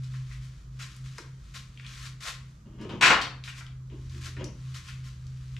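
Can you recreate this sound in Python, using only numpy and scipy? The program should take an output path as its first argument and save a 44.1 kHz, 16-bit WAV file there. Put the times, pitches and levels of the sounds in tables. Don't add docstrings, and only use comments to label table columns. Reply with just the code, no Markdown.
import sys
import numpy as np
from scipy import signal
from scipy.fft import rfft, irfft
from scipy.io import wavfile
from scipy.ndimage import uniform_filter1d

SR = 44100
rng = np.random.default_rng(int(sys.argv[2]) if len(sys.argv) > 2 else 0)


def generate_wav(sig):
    pcm = np.round(np.clip(np.atleast_2d(sig).T, -1, 1) * 32767).astype(np.int16)
    wavfile.write(sys.argv[1], SR, pcm)


N = 246556
T = np.arange(N) / SR


def clatter(crack_db=-14.5, ring_db=-33, crack_t60=0.067, direct_db=-5, rise_s=0.00084, jostle_hz=4):
    # t/s, relative level/dB, dull above f/Hz
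    blows = [(3.010, -2, 6940), (3.022, 3, 6000), (3.030, -0.5, 5980), (3.046, -1.5, 6000),
             (3.055, 3, 6970), (3.073, -1.5, 3000), (3.087, -9.5, 2210), (3.101, 6.5, 1640),
             (3.115, -1, 1298), (3.237, -18.5, 1200)]
    # f/Hz, relative level/dB, t60/s
    tool_modes = [(872, -6, .42), (1005, -4, .36), (1055, -7, .42), (1109, -5, .38), (1262, -4, .31),
                  (1296, -3, .36), (1412, -1, .38), (1541, -6, .4), (1828, -1, .36), (1866, -6, .3),
                  (1948, -2, .3), (2124, -6, .26), (2225, -4, .22), (2384, -3, .3), (2509, -2, .25),
                  (2900, -7, .26)]
    # f/Hz, relative level per Hz/dB
    crack_colour = [(30, -48.5), (95, -12.5), (280, -9.5), (520, -9.5), (760, -7), (1050, 1), (1700, -0.5),
                    (2600, -0.5), (3800, -4), (5500, -9), (7500, -10.5), (9500, -21.5), (12000, -24),
                    (15000, -33.5)]

    cracks, rings = np.zeros(N), np.zeros((2, N))
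    for s, db, dull_hz in blows:
        soft = signal.butter(1, min(dull_hz, 0.45 * SR), fs=SR)
        rise = 1 - np.exp(-T[:SR] / rise_s)
        chatter = grains(5000, 2.7)[:SR] * fade(crack_t60) * rise
        add(cracks, s, undb(db + crack_db) * signal.lfilter(*soft, chatter))

    for hz, db, t60 in tool_modes:
        energy = np.zeros(N)
        for s, blow_db, dull_hz in blows:
            dulling = 1 + (hz / dull_hz) ** 2
            add(energy, s, (undb(blow_db) * fade(t60)) ** 2 / dulling)
        swing = undb(db + ring_db) * uniform_filter1d(np.sqrt(energy), size=130)
        phase = 2 * np.pi * np.cumsum(hz + jostle_hz * walk(60)) / SR
        mid = np.sin(phase)
        side = rng.choice([-1, 1]) * 0.7 * np.cos(phase)
        rings += swing * np.array([mid, side])

    cracks = colour(cracks, crack_colour)
    return room(cracks * undb(direct_db), cracks) + stereo(*rings)


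def drawer(runner_db=-4, harden=0.7, wet_db=-1):
    # start t/s, time to the peak/s, peak drive level/dB, swell from start to peak/dB
    pushes = [(2.655, 0.014, -49, 2), (2.71, 0.063, -53.5, -0.5), (2.78, .06, -40.5, 7),
              (2.89, .06, -43.5, -5), (3.898, 0.033, -48.5, 4), (4.11, 0.05, -51.5, 13),
              (4.245, 0.022, -51, 11), (4.365, 0.05, -40, 5)]
    # f/Hz, relative level per Hz/dB
    box_colour = [(30, -34), (60, -26), (95, 4.5), (160, 2), (230, -2.5), (330, -1), (430, -12.5),
                  (600, -29), (1200, -36.5), (3000, -58.5)]
    # f/Hz, relative level per Hz/dB
    runner_colour = [(300, -4.5), (600, 2.5), (750, -17), (950, -1), (1300, -8.5), (2200, -10), (3100, -7),
                     (3800, -18), (7000, -24.5), (12000, -77.5)]

    push = strokes(pushes, release_db_per_s=350)
    box = colour(push * grains(1500, 1.4), box_colour)
    hard_push = push * (push / push.max()) ** harden
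    runners = colour(hard_push * grains(1800, 1.2), runner_colour) * undb(runner_db)
    rolling = box + runners
    return room(0.72 * rolling, rolling * undb(wet_db))


def shuffles(wet_db=-7, grains_per_s=12000, spread_db=2, heavy_db=-8):
    # start t/s, time to the peak/s, peak level/dB, swell from start to peak/dB
    scuffs = [(0.035, 0.012, -64.5, -12), (0.11, .05, -59.5, 10), (0.265, 0.066, -56.5, 14),
              (0.41, 0.038, -59.5, 13), (0.792, 0.035, -45, 6), (0.9, 0.054, -64, 5),
              (1.04, 0.025, -56, 11), (1.11, 0.082, -55, 17), (1.541, 0.021, -44, 6), (1.866, 0.15, -50, 6),
              (2.025, 0.04, -46.5, 9), (2.205, .078, -35, 14), (3.44, 0.055, -47.5, 4),
              (3.55, 0.038, -48, 10.5), (4.1, 0.081, -56.5, 9), (4.21, 0.058, -43, 12.5),
              (4.742, 0.028, -48.5, 1), (4.84, 0.05, -50.5, 16), (5.04, 0.03, -55, 9)]
    # t/s, level/dB
    rustle = [(0, -64), (.6, -66), (.7, -73), (.8, -61), (1.0, -64.5), (1.36, -69), (1.5, -62), (1.72, -67),
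              (1.85, -61), (2.17, -76), (2.5, -67), (2.68, -78.5), (3.85, -75.5), (4.05, -63),
              (4.42, -73.5), (4.7, -58), (5.2, -67), (5.59, -61)]
    # f/Hz, relative level per Hz/dB
    grit_colour = [(300, -28), (600, -32.5), (820, -40.5), (1050, -0.5), (1400, 1), (2200, 0.5),
                   (4200, -0.5), (7000, -4.5), (9500, -14), (12000, -19.5), (15000, -26)]

    drag = strokes(scuffs, release_db_per_s=276) + envelope(rustle)
    mid, side = (colour(drag * grains(grains_per_s, spread_db), grit_colour) for _ in range(2))
    sole_band = signal.butter(2, [550, 1800], "band", fs=SR, output="sos")
    sole = unit(signal.sosfilt(sole_band, grains(grains_per_s, spread_db)))
    hard_drag = drag ** 2 / drag.max()
    mid = mid + sole * hard_drag * undb(heavy_db)
    return room(mid, mid * undb(wet_db)) + stereo(np.zeros(N), 0.75 * side)


def taps(catch_s=4.443, catch_db=-50.0, tick_db=16, rattle_db=-1.0, soft_hz=9000):
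    # t/s, relative level/dB, centre f/Hz
    ticks = [(0.044, -51, 4570), (.965, -53, 8750), (1.1826, -36, 1520), (1.1835, -39.5, 5100),
             (1.1858, -36.5, 1210), (1.775, -45.5, 2480), (1.798, -41.5, 2070), (1.865, -40, 3500),
             (3.439, -38, 3200), (3.666, -46.5, 3560), (4.097, -51.5, 4450), (4.443, -38, 5400),
             (5.268, -51.5, 4940), (5.566, -42.5, 2600)]
    # t/s, relative level/dB, centre f/Hz
    rattles = [(.14, -51.5, 1560), (.313, -50, 1730), (.797, -45, 1930), (1.83, -53, 1970),
               (1.848, -47.5, 2120), (2.812, -53, 4500), (2.893, -47.5, 2800), (2.896, -38, 660),
               (3.112, -24.5, 600), (3.215, -31.5, 3730), (3.477, -39, 1920), (3.609, -46.5, 1380),
               (3.9, -61, 2506), (4.367, -47, 1900), (4.41, -41.5, 520), (4.885, -45.5, 2000)]
    # t/s, relative level/dB, centre f/Hz
    bumps = [(1.186, -42.5, 368), (2.662, -49, 282), (2.852, -33.5, 320), (2.933, -28.5, 297),
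             (3.925, -47.5, 324), (4.144, -47, 287), (4.372, -34, 93.8), (4.42, -43, 346)]
    # width/octaves, t60/s, room send before its final doubling/dB
    tick_kind = (0.62, 0.018, -9)
    rattle_kind = (0.75, 0.056, -3)
    bump_kind = (0.47, 0.035, -5)
    # f/Hz, relative level/dB, t60/s
    catch_modes = [(5329, -2, .05), (5540, -1, .07), (5650, -2, .1), (5760, -2, .09), (5850, 0, .1),
                   (6020, -3, .08)]

    direct, send = np.zeros(N), np.zeros(N)
    hz = np.geomspace(30, 20000, 40)
    softness = 10 * np.log10(1 + (hz / soft_hz) ** 4)
    for rows, kind in ((ticks, tick_kind), (rattles, rattle_kind), (bumps, bump_kind)):
        octaves, t60, wet_db = kind
        for s, db, centre_hz in rows:
            offset = np.log2(hz / centre_hz) / octaves
            body = -40 * np.log10(1 + offset ** 2 / 2) - softness
            force = undb(rattle_db) * rng.standard_normal(SR) * fade(t60)
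            force[0] = undb(tick_db)
            knock = undb(db) * colour(force, np.column_stack([hz, body]))
            add(direct, s, knock)
            add(send, s, knock * undb(wet_db))

    ping = undb(catch_db) * ring(catch_modes)
    add(direct, catch_s, ping)
    add(send, catch_s, ping / 2)
    return room(direct, 2 * send)


def machine(hum_hz=128.6, in_step_s=2.11, drift_hz=0.478, rumble_db=-52, boom_hz=77, boom_width_hz=12):
    # t/s, level/dB
    hum = [(0.2, -35), (0.6, -48.1), (1.0, -43), (1.5, -52), (2.0, -43.5), (2.6, -55), (3.4, -45),
           (4.2, -40), (4.9, -43), (5.6, -39)]
    # t/s, level/dB
    hum_partner = [(0.0, -51), (1.1, -46), (1.8, -56.5), (2.3, -50), (3.2, -53.5), (4.0, -64), (4.7, -43.5),
                   (5.6, -56)]
    # t/s, offset f/Hz
    beat = [(0.0, 5.63), (0.55, 2.68), (1.1, 3.82), (1.8, 4.02), (2.4, 2.74), (3.0, 3.62), (3.7, 2.17),
            (4.4, 3.9), (5.0, 2.9), (5.59, 4.07)]
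    # f/Hz, level/dB, waver/dB (random in both directions)
    hum_lines = [(53.8, -55, 4), (76.7, -78.5, -8.5), (159.3, -62.5, -0.5)]
    # t/s, level/dB
    boom_level = [(3.6, -64.5), (3.95, -53), (4.15, -41.5), (4.42, -49.5), (4.6, -52), (5.59, -48)]
    # f/Hz, relative level per Hz/dB
    rumble_colour = [(20, -26), (35, 8), (55, 11), (90, 2.5), (150, -2.5), (220, -4), (400, -46)]

    def turn(hz):
        return 2 * np.pi * np.cumsum(hz + drift_hz * walk(3.84)) / SR

    def tone(hz):
        return np.sqrt(2) * np.sin(turn(hz))

    phase = turn(hum_hz)
    lead = 2 * np.pi * np.cumsum(np.interp(T, *np.transpose(beat))) / SR
    lead = lead - np.interp(in_step_s, T, lead)
    first = envelope(hum) * np.sin(phase)
    second = envelope(hum_partner) * np.sin(phase + lead)
    main = np.sqrt(2) * (first + second)
    rest = sum(tone(hz) * undb(db + waver_db * walk(6.7)) for hz, db, waver_db in hum_lines)
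    boom = tone(boom_hz + boom_width_hz / 2 * walk(15)) * envelope(boom_level)
    rumble = undb(rumble_db) * colour(rng.standard_normal(N), rumble_colour)
    return main + rest + boom + rumble


def air(level_db=-64):
    # f/Hz, relative level per Hz/dB
    air_colour = [(100, 13), (300, 10), (500, 1.5), (830, -5), (1200, 3), (1800, -7.5), (2600, -18.5),
                  (4500, -12.5), (6800, -9), (9000, -22), (12000, -29), (14000, -38.5), (16000, -62.5)]
    mid, side = (colour(rng.standard_normal(N), air_colour) for _ in range(2))
    return undb(level_db) * stereo(mid, side, width=1.0, left_db=-14)


def room(direct, send):
    # f/Hz, t60/s
    room_t60 = [(100, 0.76), (500, 0.37), (2000, 0.43), (6000, 0.32), (14000, 0.21)]
    hz, s, cells = signal.stft(rng.standard_normal((2, SR)), SR, nperseg=256)
    decay = np.exp(-np.log(1000) * s / on_log(room_t60, hz)[:, None])
    tails = signal.istft(cells * decay, SR)[1][:, :SR]
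    tails = tails * np.minimum(T[:SR] / 0.0018, 1)
    mid, side = (signal.fftconvolve(send, tail / np.linalg.norm(tail))[:N] for tail in tails)
    return stereo(direct + mid, side)


def stereo(mid, side, width=0.52, left_db=4.0):
    def upper(x, hz):
        return signal.sosfilt(signal.butter(1, hz, "high", fs=SR, output="sos"), x)

    lean = (undb(left_db) - 1) / (undb(left_db) + 1)
    difference = upper(lean * mid, hz=480) + upper(width * side, hz=980)
    return mid + np.array([[1], [-1]]) * difference


def strokes(rows, release_db_per_s, attack_s=0.005):
    gain = 0
    for s, length, db, swell_db in rows:
        to_peak = np.clip(1 - (T - s) / length, 0, 1)
        release_db = release_db_per_s * np.maximum(T - s - length, 0)
        gain = gain + (T >= s) * undb(db - swell_db * to_peak - release_db)
    smooth = uniform_filter1d(gain, size=max(int(attack_s * SR), 1))
    return np.abs(smooth)


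def grains(per_s, spread_db):
    hit = rng.random(N) < per_s / SR
    size_db = spread_db * np.clip(rng.standard_normal(N), -2, 2)
    return unit(hit * rng.standard_normal(N) * undb(size_db))


def ring(modes):
    total = 0
    for k, (hz, db, t60) in enumerate(modes):
        total = total + (-1) ** k * undb(db) * fade(t60) * np.sin(2 * np.pi * hz * T[:SR])
    return total


def fade(t60):
    return np.exp(-np.log(1000) * T[:SR] / t60)


def walk(rate):
    k = int(SR / rate)
    steps = np.repeat(rng.standard_normal(N // k + 1), k)
    return unit(uniform_filter1d(uniform_filter1d(steps, k), k)[:N])


def envelope(rows):
    return undb(np.interp(T, *np.transpose(rows)))


def colour(x, points):
    size = 8192
    gain = unit(undb(on_log(points, np.fft.rfftfreq(size, 1 / SR))))
    cepstrum = irfft(np.log(gain))
    cepstrum[1:size // 2] *= 2
    cepstrum[size // 2 + 1:] = 0
    impulse = irfft(np.exp(rfft(cepstrum)))
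    return signal.fftconvolve(x, impulse)[:len(x)]


def on_log(points, hz):
    f, value = np.transpose(points)
    return np.interp(np.log(hz + 1), np.log(f), value)


def add(track, s, sound):
    i = int(s * SR)
    track[i:i + len(sound)] += sound[:N - i]


def undb(db):
    return 10 ** (np.asarray(db) / 20)


def unit(x):
    return x / np.sqrt(np.mean(x ** 2))


def scene():
    return clatter() + drawer() + shuffles() + taps() + machine() + air()


def record(dry, soft_hz=14000, top_hz=15300):
    soft = signal.sosfilt(signal.butter(4, soft_hz, fs=SR, output="sos"), dry)
    return signal.sosfilt(signal.ellip(8, 0.2, 70, top_hz, fs=SR, output="sos"), soft)


dry = scene()
out = record(dry)
generate_wav(out)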